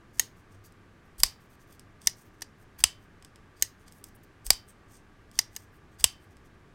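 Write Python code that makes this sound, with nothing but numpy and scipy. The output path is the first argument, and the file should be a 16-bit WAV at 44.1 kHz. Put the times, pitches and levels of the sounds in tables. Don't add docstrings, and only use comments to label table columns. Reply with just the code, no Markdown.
import sys
import numpy as np
from scipy import signal
from scipy.fft import rfft, irfft, next_fast_len
from scipy.io import wavfile

SR = 44100
rng = np.random.default_rng(int(sys.argv[2]) if len(sys.argv) > 2 else 0)


def master(y):
    cut = np.clip(np.atleast_2d(y).T, -1, 1)
    pcm = np.round(cut * 32767)
    wavfile.write(sys.argv[1], SR, pcm.astype(np.int16))


N = 297536
SIZE = 16384
HZ = np.maximum(np.fft.rfftfreq(SIZE, 1 / SR), 1)
AGE = np.arange(SIZE) / SR
MS_GAIN = np.sqrt(SR / 1000)


def undb(db):
    return 10 ** (np.asarray(db) / 20)


def decay(t60):
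    return undb(-60 * AGE / t60)


def unit(x):
    return x / np.sqrt(np.sum(x ** 2))


def add(track, s, sound):
    i = max(int(s * SR), 0)
    track[i:i + len(sound)] += sound[:len(track) - i]


def colour(points, hz):
    f, db = np.transpose(points)[:2]
    return undb(np.interp(np.log(np.maximum(hz, 1)), np.log(f), db))


def tilt(db):
    return undb(db * np.log2(np.maximum(HZ, 1000) / 1000))


def noise(gain, size):
    x = irfft(rfft(rng.standard_normal(size)) * gain, size)
    return x / x.std()


def causal(gain):
    cepstrum = irfft(np.log(gain + 1e-9))
    cepstrum[1:SIZE // 2] *= 2
    cepstrum[SIZE // 2 + 1:] = 0
    return irfft(np.exp(rfft(cepstrum)))


def through(sound, response):
    return signal.fftconvolve(sound, response)[:SIZE]


def resonances(hz, width, db):
    detune = (HZ ** 2 - hz ** 2) / (HZ * width)
    return np.sqrt(np.sum((undb(db) / (1 + detune ** 2)) ** 2, axis=0))


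def by_grip(first, second, grip):
    return first + grip * (second - first)


# f/Hz, relative level/dB
RUMBLE_AND_HISS = [(20, -3), (31, -2.5), (45, -11.5), (98, -6), (130, -10.5), (400, -15.5), (520, -22),
                   (1150, -24.5), (1370, -24.5), (1600, -22.5), (3740, -37), (8000, -45), (13200, -52.5),
                   (16000, -57.5)]
FLOOR_DB = -56.5
# f/Hz, half-width at half amplitude/Hz, rms level/dB
EQUIPMENT_HUM = [(100.6, 1.7, -67), (306, 4, -79.5), (1170, 60, -71.5), (1610, 69, -76)]


def background():
    size = next_fast_len(N, True)
    hz = np.fft.rfftfreq(size, 1 / SR)
    roll_off = hz / np.hypot(hz, 25)
    power = (undb(FLOOR_DB) * unit(colour(RUMBLE_AND_HISS, hz) * roll_off)) ** 2
    for centre, width, db in EQUIPMENT_HUM:
        line = unit(1 / (1 + ((hz - centre) / width) ** 2))
        power += (undb(db) * line) ** 2
    return np.sqrt(power.sum()) * noise(np.sqrt(power), size)[:N]


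# f/Hz, relative level/dB, t60/s
ROOM_BANDS = [(300, -7, 0.13), (1000, -0.5, .27), (2500, -2, .27), (5000, 4, 0.2), (7900, 0, 0.17),
              (11000, -1.5, 0.17), (11700, -7, 0.17), (16000, -7.5, 0.25)]


def room(delay_s=0.0037, build_s=0.0017):
    hiss = rfft(rng.standard_normal(SIZE))
    centres = np.log([row[0] for row in ROOM_BANDS])
    tail = 0
    for share, (_, band_db, t60) in zip(np.eye(len(ROOM_BANDS)), ROOM_BANDS):
        band = irfft(hiss * np.interp(np.log(HZ), centres, share))
        tail = tail + band * undb(band_db) * decay(t60)
    return unit(tail * np.clip((AGE - delay_s) / build_s, 0, 1))


# f/Hz, full width at half gain/Hz, relative level/dB
RUBBED_MODES = [(1700, 1400, -17), (3340, 550, -6), (4700, 500, -2.5), (6300, 2800, -1), (8400, 900, 3),
                (9600, 1700, -3.5), (11200, 900, -2.5), (12700, 5100, -3.5), (14500, 5400, -3.5)]


def friction(db, tilt_db, grain_db=3.0, stutter_db=2.5, spot_db=3):
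    hz, width, mode_db = np.transpose(RUBBED_MODES)[:, :, None]
    slips = rng.standard_normal(SIZE) * undb(grain_db * rng.exponential(size=SIZE))
    body = resonances(hz, width, mode_db + spot_db * rng.standard_normal(hz.shape))
    rub = through(slips, causal(body * tilt(tilt_db)))
    return rub / rub.std() * undb(db + stutter_db * noise(HZ < 90, SIZE))


def stroke(length, swell=1.2):
    return np.sin(np.pi * np.clip(AGE / abs(length), 0, 1)) ** swell


FIDGETS_PER_S, FIDGET_S = 2.2, .05
FIDGET_DB, FIDGET_SPREAD_DB, FIDGET_TILT_DB = -73, 3, -3


def fidgets():
    out = np.zeros(N)
    for when, strength, length in rng.random((int(FIDGETS_PER_S * N / SR), 3)):
        db = FIDGET_DB + FIDGET_SPREAD_DB * (2 * strength - 1)
        rub = stroke(FIDGET_S * (.5 + length)) * friction(db, FIDGET_TILT_DB)
        add(out, when * N / SR, rub)
    return out


# start t/s, length/s, level/dB, tilt/(dB per octave)
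FINGER_RUBS = [(.486, .1, -70.5, -3), (0.634, .051, -58.5, -1.5), (1.485, 0.078, -66.5, -2),
               (1.678, 0.094, -63.5, -1.5), (2.149, 0.1, -62.5, -1), (3.858, .045, -60, -8),
               (3.896, 0.13, -65, 2), (4.042, 0.06, -61.5, 0), (4.145, 0.025, -59, 6), (4.23, .022, -64, 4),
               (4.674, 0.048, -58, -1), (4.872, 0.14, -64, -2.5), (5.499, 0.17, -63.5, -3.5)]
PUSH_S, FLICK_DB, FLIGHT_FADE_DB_PER_S = .0215, -48, 550.5
FINGER_TILT_DB, THUMB_TILT_DB = 0, -4.5
SWING_S, SWING_DB, SWING_TILT_DB = .068, -50.5, -5
SETTLE_DELAY_S, SETTLE_S, SETTLE_DB, SETTLE_TILT_DB = 0.15, 0.082, -72.5, -3


def rubbing(room_db=-11, push_power=.5, swing_power=0.65):
    out = np.zeros(N)
    for s, _, _, grip, *_, flight, _ in OPEN_SNAPS:
        push = np.minimum(AGE / PUSH_S, 1) ** push_power
        fade = undb(-FLIGHT_FADE_DB_PER_S * np.maximum(AGE - PUSH_S, 0))
        rub = friction(FLICK_DB, by_grip(FINGER_TILT_DB, THUMB_TILT_DB, grip))
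        add(out, s - flight - PUSH_S, push * fade * rub)
    for s, db, *_ in SHUT_SNAPS:
        speed = (AGE / SWING_S) ** swing_power * (AGE < SWING_S)
        add(out, s - SWING_S, speed * friction(db + SWING_DB, SWING_TILT_DB))
    for s, *_ in OPEN_SNAPS + SHUT_SNAPS:
        add(out, s + SETTLE_DELAY_S, stroke(SETTLE_S) * friction(SETTLE_DB, SETTLE_TILT_DB))
    for s, length, db, tilt_db in FINGER_RUBS:
        add(out, s, stroke(length) * friction(db, tilt_db))
    out += fidgets()
    return out + undb(room_db) * signal.oaconvolve(out, room())[:N]


# delay after the lock t/s, level/dB with finger, level/dB with thumb, f/Hz with finger, f/Hz with thumb
FLICK_WAVES = [(-.025, -33, -41, 37.88, 50), (.015, -35, -35.5, 30, 62)]
CLOSING_AIR_DB, CLOSING_AIR_HZ = -35.5, 50
AIR_CYCLES = .65


def air():
    waves = [(s, db + CLOSING_AIR_DB, CLOSING_AIR_HZ) for s, db, *_ in SHUT_SNAPS]
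    for s, _, _, grip, *_ in OPEN_SNAPS:
        for delay, finger_db, thumb_db, finger_hz, thumb_hz in FLICK_WAVES:
            db = by_grip(finger_db, thumb_db, grip)
            waves.append((s + delay, db, by_grip(finger_hz, thumb_hz, grip)))
    out = np.zeros(N)
    lead_s = .1
    for s, db, hz in waves:
        cycles = hz * (AGE - lead_s)
        envelope = np.exp(-(cycles / AIR_CYCLES) ** 2)
        add(out, s - lead_s, -undb(db) * np.sin(2 * np.pi * cycles) * envelope)
    return out


def chatter(ms, fade=.7, count=40, size=1024):
    share = AGE[:size] / (ms / 1000)
    x = rng.standard_normal(size) * np.exp(-fade * share)
    for _ in range(count):
        spectrum = rfft(x * (share < 1))
        x = irfft(spectrum / (abs(spectrum) + 1e-9))
    return x * (share < 1)


def blow(modes, db, ms, grip, tilt_db, pitch, room_db, buzz_db, buzz_t60=0.018, focus=0.6):
    hz, width, first_db, second_db = np.transpose(modes)[:, :, None]
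    body = resonances(hz * pitch, width, by_grip(first_db, second_db, grip))
    contacts = chatter(ms)
    direct = unit(through(contacts, causal(body * tilt(tilt_db))))
    scattered = unit(through(contacts, causal(body ** focus * tilt(tilt_db))))
    buzz = unit(rng.standard_normal(SIZE) * decay(buzz_t60) * (AGE > .0015))
    buzz = unit(through(buzz, causal(tilt(-1.7))))
    after = through(scattered, undb(buzz_db) * buzz + undb(room_db) * room())
    return undb(db) * MS_GAIN * (direct + after)


def blade_ring(modes, db, grip):
    ring = 0
    for hz, first_db, second_db, t60 in modes:
        wander = 1 + .001 * rng.standard_normal()
        mode = np.sin(2 * np.pi * hz * wander * AGE) * decay(t60)
        ring = ring + unit(mode) * undb(by_grip(first_db, second_db, grip))
    return ring * undb(db) * MS_GAIN


def grazed(snaps, graze_db=-24, graze_s=.0011):
    return snaps + undb(graze_db) * np.roll(snaps, -int(graze_s * SR))


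def tick(db, tilt_db, buzz_db=-9, room_db=-13):
    return blow(OPEN_MODES, db, ms=1.1, grip=.65, tilt_db=tilt_db, pitch=1.02, room_db=room_db, buzz_db=buzz_db)


# t/s, level/dB, tilt/(dB per octave)
HAND_TICKS = [(0.7228, -56.5, 3), (1.795, -43.5, 1.5), (2.0173, -46.5, 1), (3.2247, -47.5, -3),
              (3.2482, -42.5, 0), (3.3589, -48, -3), (3.8802, -48.5, -1), (3.9229, -46.5, 3),
              (4.0409, -35.5, 5.5), (5.3146, -49.5, 0), (6.369, -54.5, -2.5)]


def ticks():
    out = np.zeros(N)
    for s, db, tilt_db in HAND_TICKS:
        add(out, s, tick(db, tilt_db))
    return out


# f/Hz, full width at half gain/Hz, level/dB in a loose grip, level/dB in a firm grip
SHUT_MODES = [(600, 2100, -24, -31.5), (956, 230, -24.5, -18.5), (1840, 180, -4, -11), (2109, 314, -9, -10),
              (2990, 470, -9.5, -12), (3670, 180, -15, -12.5), (4240, 850, -11, -13.5),
              (5010, 170, -7.5, 2.5), (5460, 240, -11.5, -6), (5893, 590, -28, 1.5), (6560, 610, 1.5, -7.5),
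              (7460, 1000, -16.5, -12), (8080, 349, -4.5, -13.5), (8670, 270, -8.5, -7),
              (9159, 570, -13.5, -11.5), (9780, 510, -20.5, -10.5), (10300, 301, -8, -26.5),
              (11680, 890, -19, -18), (13300, 2400, -19.5, -28.5), (13900, 840, -8.5, -17.5),
              (14700, 1116, -22.5, -23)]
# f/Hz, level/dB in a loose grip, level/dB in a firm grip, t60/s
HELD_BLADE_MODES = [(1940, -26, -32, 0.092), (4940, -38.5, -26.5, 0.13), (5170, -27.5, -30, 0.1),
                    (5560, -32, -28.5, .17), (5910, -32, -27, .16), (6600, -21, -32.5, 0.063),
                    (8150, -23.5, -40, 0.097), (13900, -30.5, -42.5, .08)]
# t/s, level/dB, chatter/ms, grip (0 loose - 1 firm),
# tilt/(dB per octave), pitch factor, room level/dB, buzz level/dB
SHUT_SNAPS = [(0.1956, -9, 3.2, 0.029, 0.9, 1.006, -19, -10.5),
              (2.0716, -6.5, 3.44, 0.96, 0.9, 0.997, -25.5, -13.5),
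              (2.4193, -29, 3, 0.81, 0.4, 0.94, -18.5, 1.5),
              (3.6234, -8.5, 2.66, 0.12, 2.5, 0.99, -22, -14),
              (5.3891, -8, 4.2, 0.89, 0.2, 0.971, -23.5, -12), (5.5629, -26.3, 4.8, .4, 1.5, 0.98, -29, -9)]
BRUSH_LEAD_S, BRUSH_DB = 0.01, -48.5
REBOUND_S, REBOUND_DB = 0.025, -31.5


def closings():
    snaps, out = np.zeros(N), np.zeros(N)
    for s, db, ms, grip, tilt_db, pitch, room_db, buzz_db in SHUT_SNAPS:
        add(snaps, s, blow(SHUT_MODES, db, ms, grip, tilt_db, pitch, room_db, buzz_db, buzz_t60=0.024))
        add(out, s, blade_ring(HELD_BLADE_MODES, db, grip))
        add(out, s - BRUSH_LEAD_S, tick(BRUSH_DB, tilt_db=0.5))
        add(out, s + REBOUND_S, tick(db + REBOUND_DB, tilt_db=1.0))
    return out + grazed(snaps)


def thud(db, hz=80, t60=.09):
    return undb(db) * np.sin(2 * np.pi * hz * AGE) * decay(t60)


def knock(hz=210, t60=0.02):
    return unit(np.sin(2 * np.pi * hz * AGE) * decay(t60)) * MS_GAIN


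def pivot_buzz(db, t60=0.056, tilt_db=-2.0):
    hz, width, finger_db, thumb_db = np.transpose(OPEN_MODES)[:, :, None]
    body = resonances(hz, width, (finger_db + thumb_db) / 2)
    rattle = rng.standard_normal(SIZE) * decay(t60)
    return undb(db) * MS_GAIN * unit(through(rattle, causal(body * tilt(tilt_db))))


# f/Hz, full width at half gain/Hz, level/dB after a finger flick, level/dB after a thumb flick
OPEN_MODES = [(780, 530, -14.5, -20.5), (1084, 295, -13, -21), (1345, 55, -22, -23),
              (2000, 680, -12.5, -12.5), (2380, 420, -12.5, -21.5), (2820, 455, -33.5, -5),
              (3200, 1100, -16.5, -6), (3700, 450, -11.5, -29.5), (4820, 560, 2, -13),
              (5140, 356, -15.5, -1.5), (5250, 1600, -9, -8.5), (6400, 160, -15.5, -2.5),
              (7040, 1399, -13, -23.5), (7418, 410, -10, -6), (8150, 870, -9, -0.5), (8680, 440, -10, -13),
              (9360, 3100, -16.5, -13), (11200, 720, -11, -31.5), (10900, 1200, -20, -10.5),
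              (12170, 1800, -14.5, -27.5), (13200, 430, -25, -18), (13800, 1700, -16.5, -18)]
# f/Hz, level/dB after a finger flick, level/dB after a thumb flick, t60/s
OPEN_BLADE_MODES = [(2910, -42, -28.5, 0.13), (3068, -29.5, -26, .33), (3765, -35.5, -41, .23),
                    (4690, -19.5, -27.5, 0.22), (4800, -20.5, -29.5, 0.19), (5030, -15.5, -26, 0.075),
                    (5680, -29, -36, .17), (6150, -29, -33, 0.17), (8300, -26.5, -32, .14),
                    (8516, -29, -30, 0.11), (14100, -34, -50, .1)]
# t/s, level/dB, chatter/ms, grip (0 finger - 1 thumb),
# tilt/(dB per octave), pitch factor, room level/dB, blade ring level/dB,
# flight from detent to lock/s, detent click level/dB
OPEN_SNAPS = [(1.2339, -3.5, 2.2, .05, 1.1, 1, -19.5, -7.5, 0.032, -30),
              (2.8391, -2.5, 1.6, .95, -0.1, 0.97, -21, -3, 0.036, -45),
              (4.5045, -3, 2.3, .03, 0.57, 1.005, -21.5, -3.5, .0386, -27),
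              (6.0420, -1.5, 1.57, .97, 0.5, 0.99, -22.5, -3.5, 0.035, -41.5)]
DETENT_TILT_DB = 7


def openings(buzz_db=-11.0, knock_db=-32, shudder_s=0.028, shudder_db=-28, pivot_db=-38, thud_db=-33):
    snaps, out = np.zeros(N), np.zeros(N)
    for s, db, ms, grip, tilt_db, pitch, room_db, ring_db, flight, detent_db in OPEN_SNAPS:
        add(out, s - flight, tick(detent_db, DETENT_TILT_DB) + pivot_buzz(pivot_db))
        add(snaps, s, blow(OPEN_MODES, db, ms, grip, tilt_db, pitch, room_db, buzz_db))
        add(out, s, blade_ring(OPEN_BLADE_MODES, db + ring_db, grip))
        add(out, s, undb(db + knock_db) * knock())
        add(out, s, thud(db + thud_db))
        add(out, s + shudder_s, (1 - grip) * tick(db + shudder_db, tilt_db=1.5))
    return out + grazed(snaps)


def scene():
    knife = ticks() + closings() + openings()
    return (background() + rubbing() + air() + knife)[None]


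def record(dry):
    clipped = np.clip(dry, -1, 1)
    low_pass = signal.ellip(8, .2, 70, 15900, fs=SR, output="sos")
    return signal.sosfilt(low_pass, clipped)


dry = scene()
out = record(dry)
master(out)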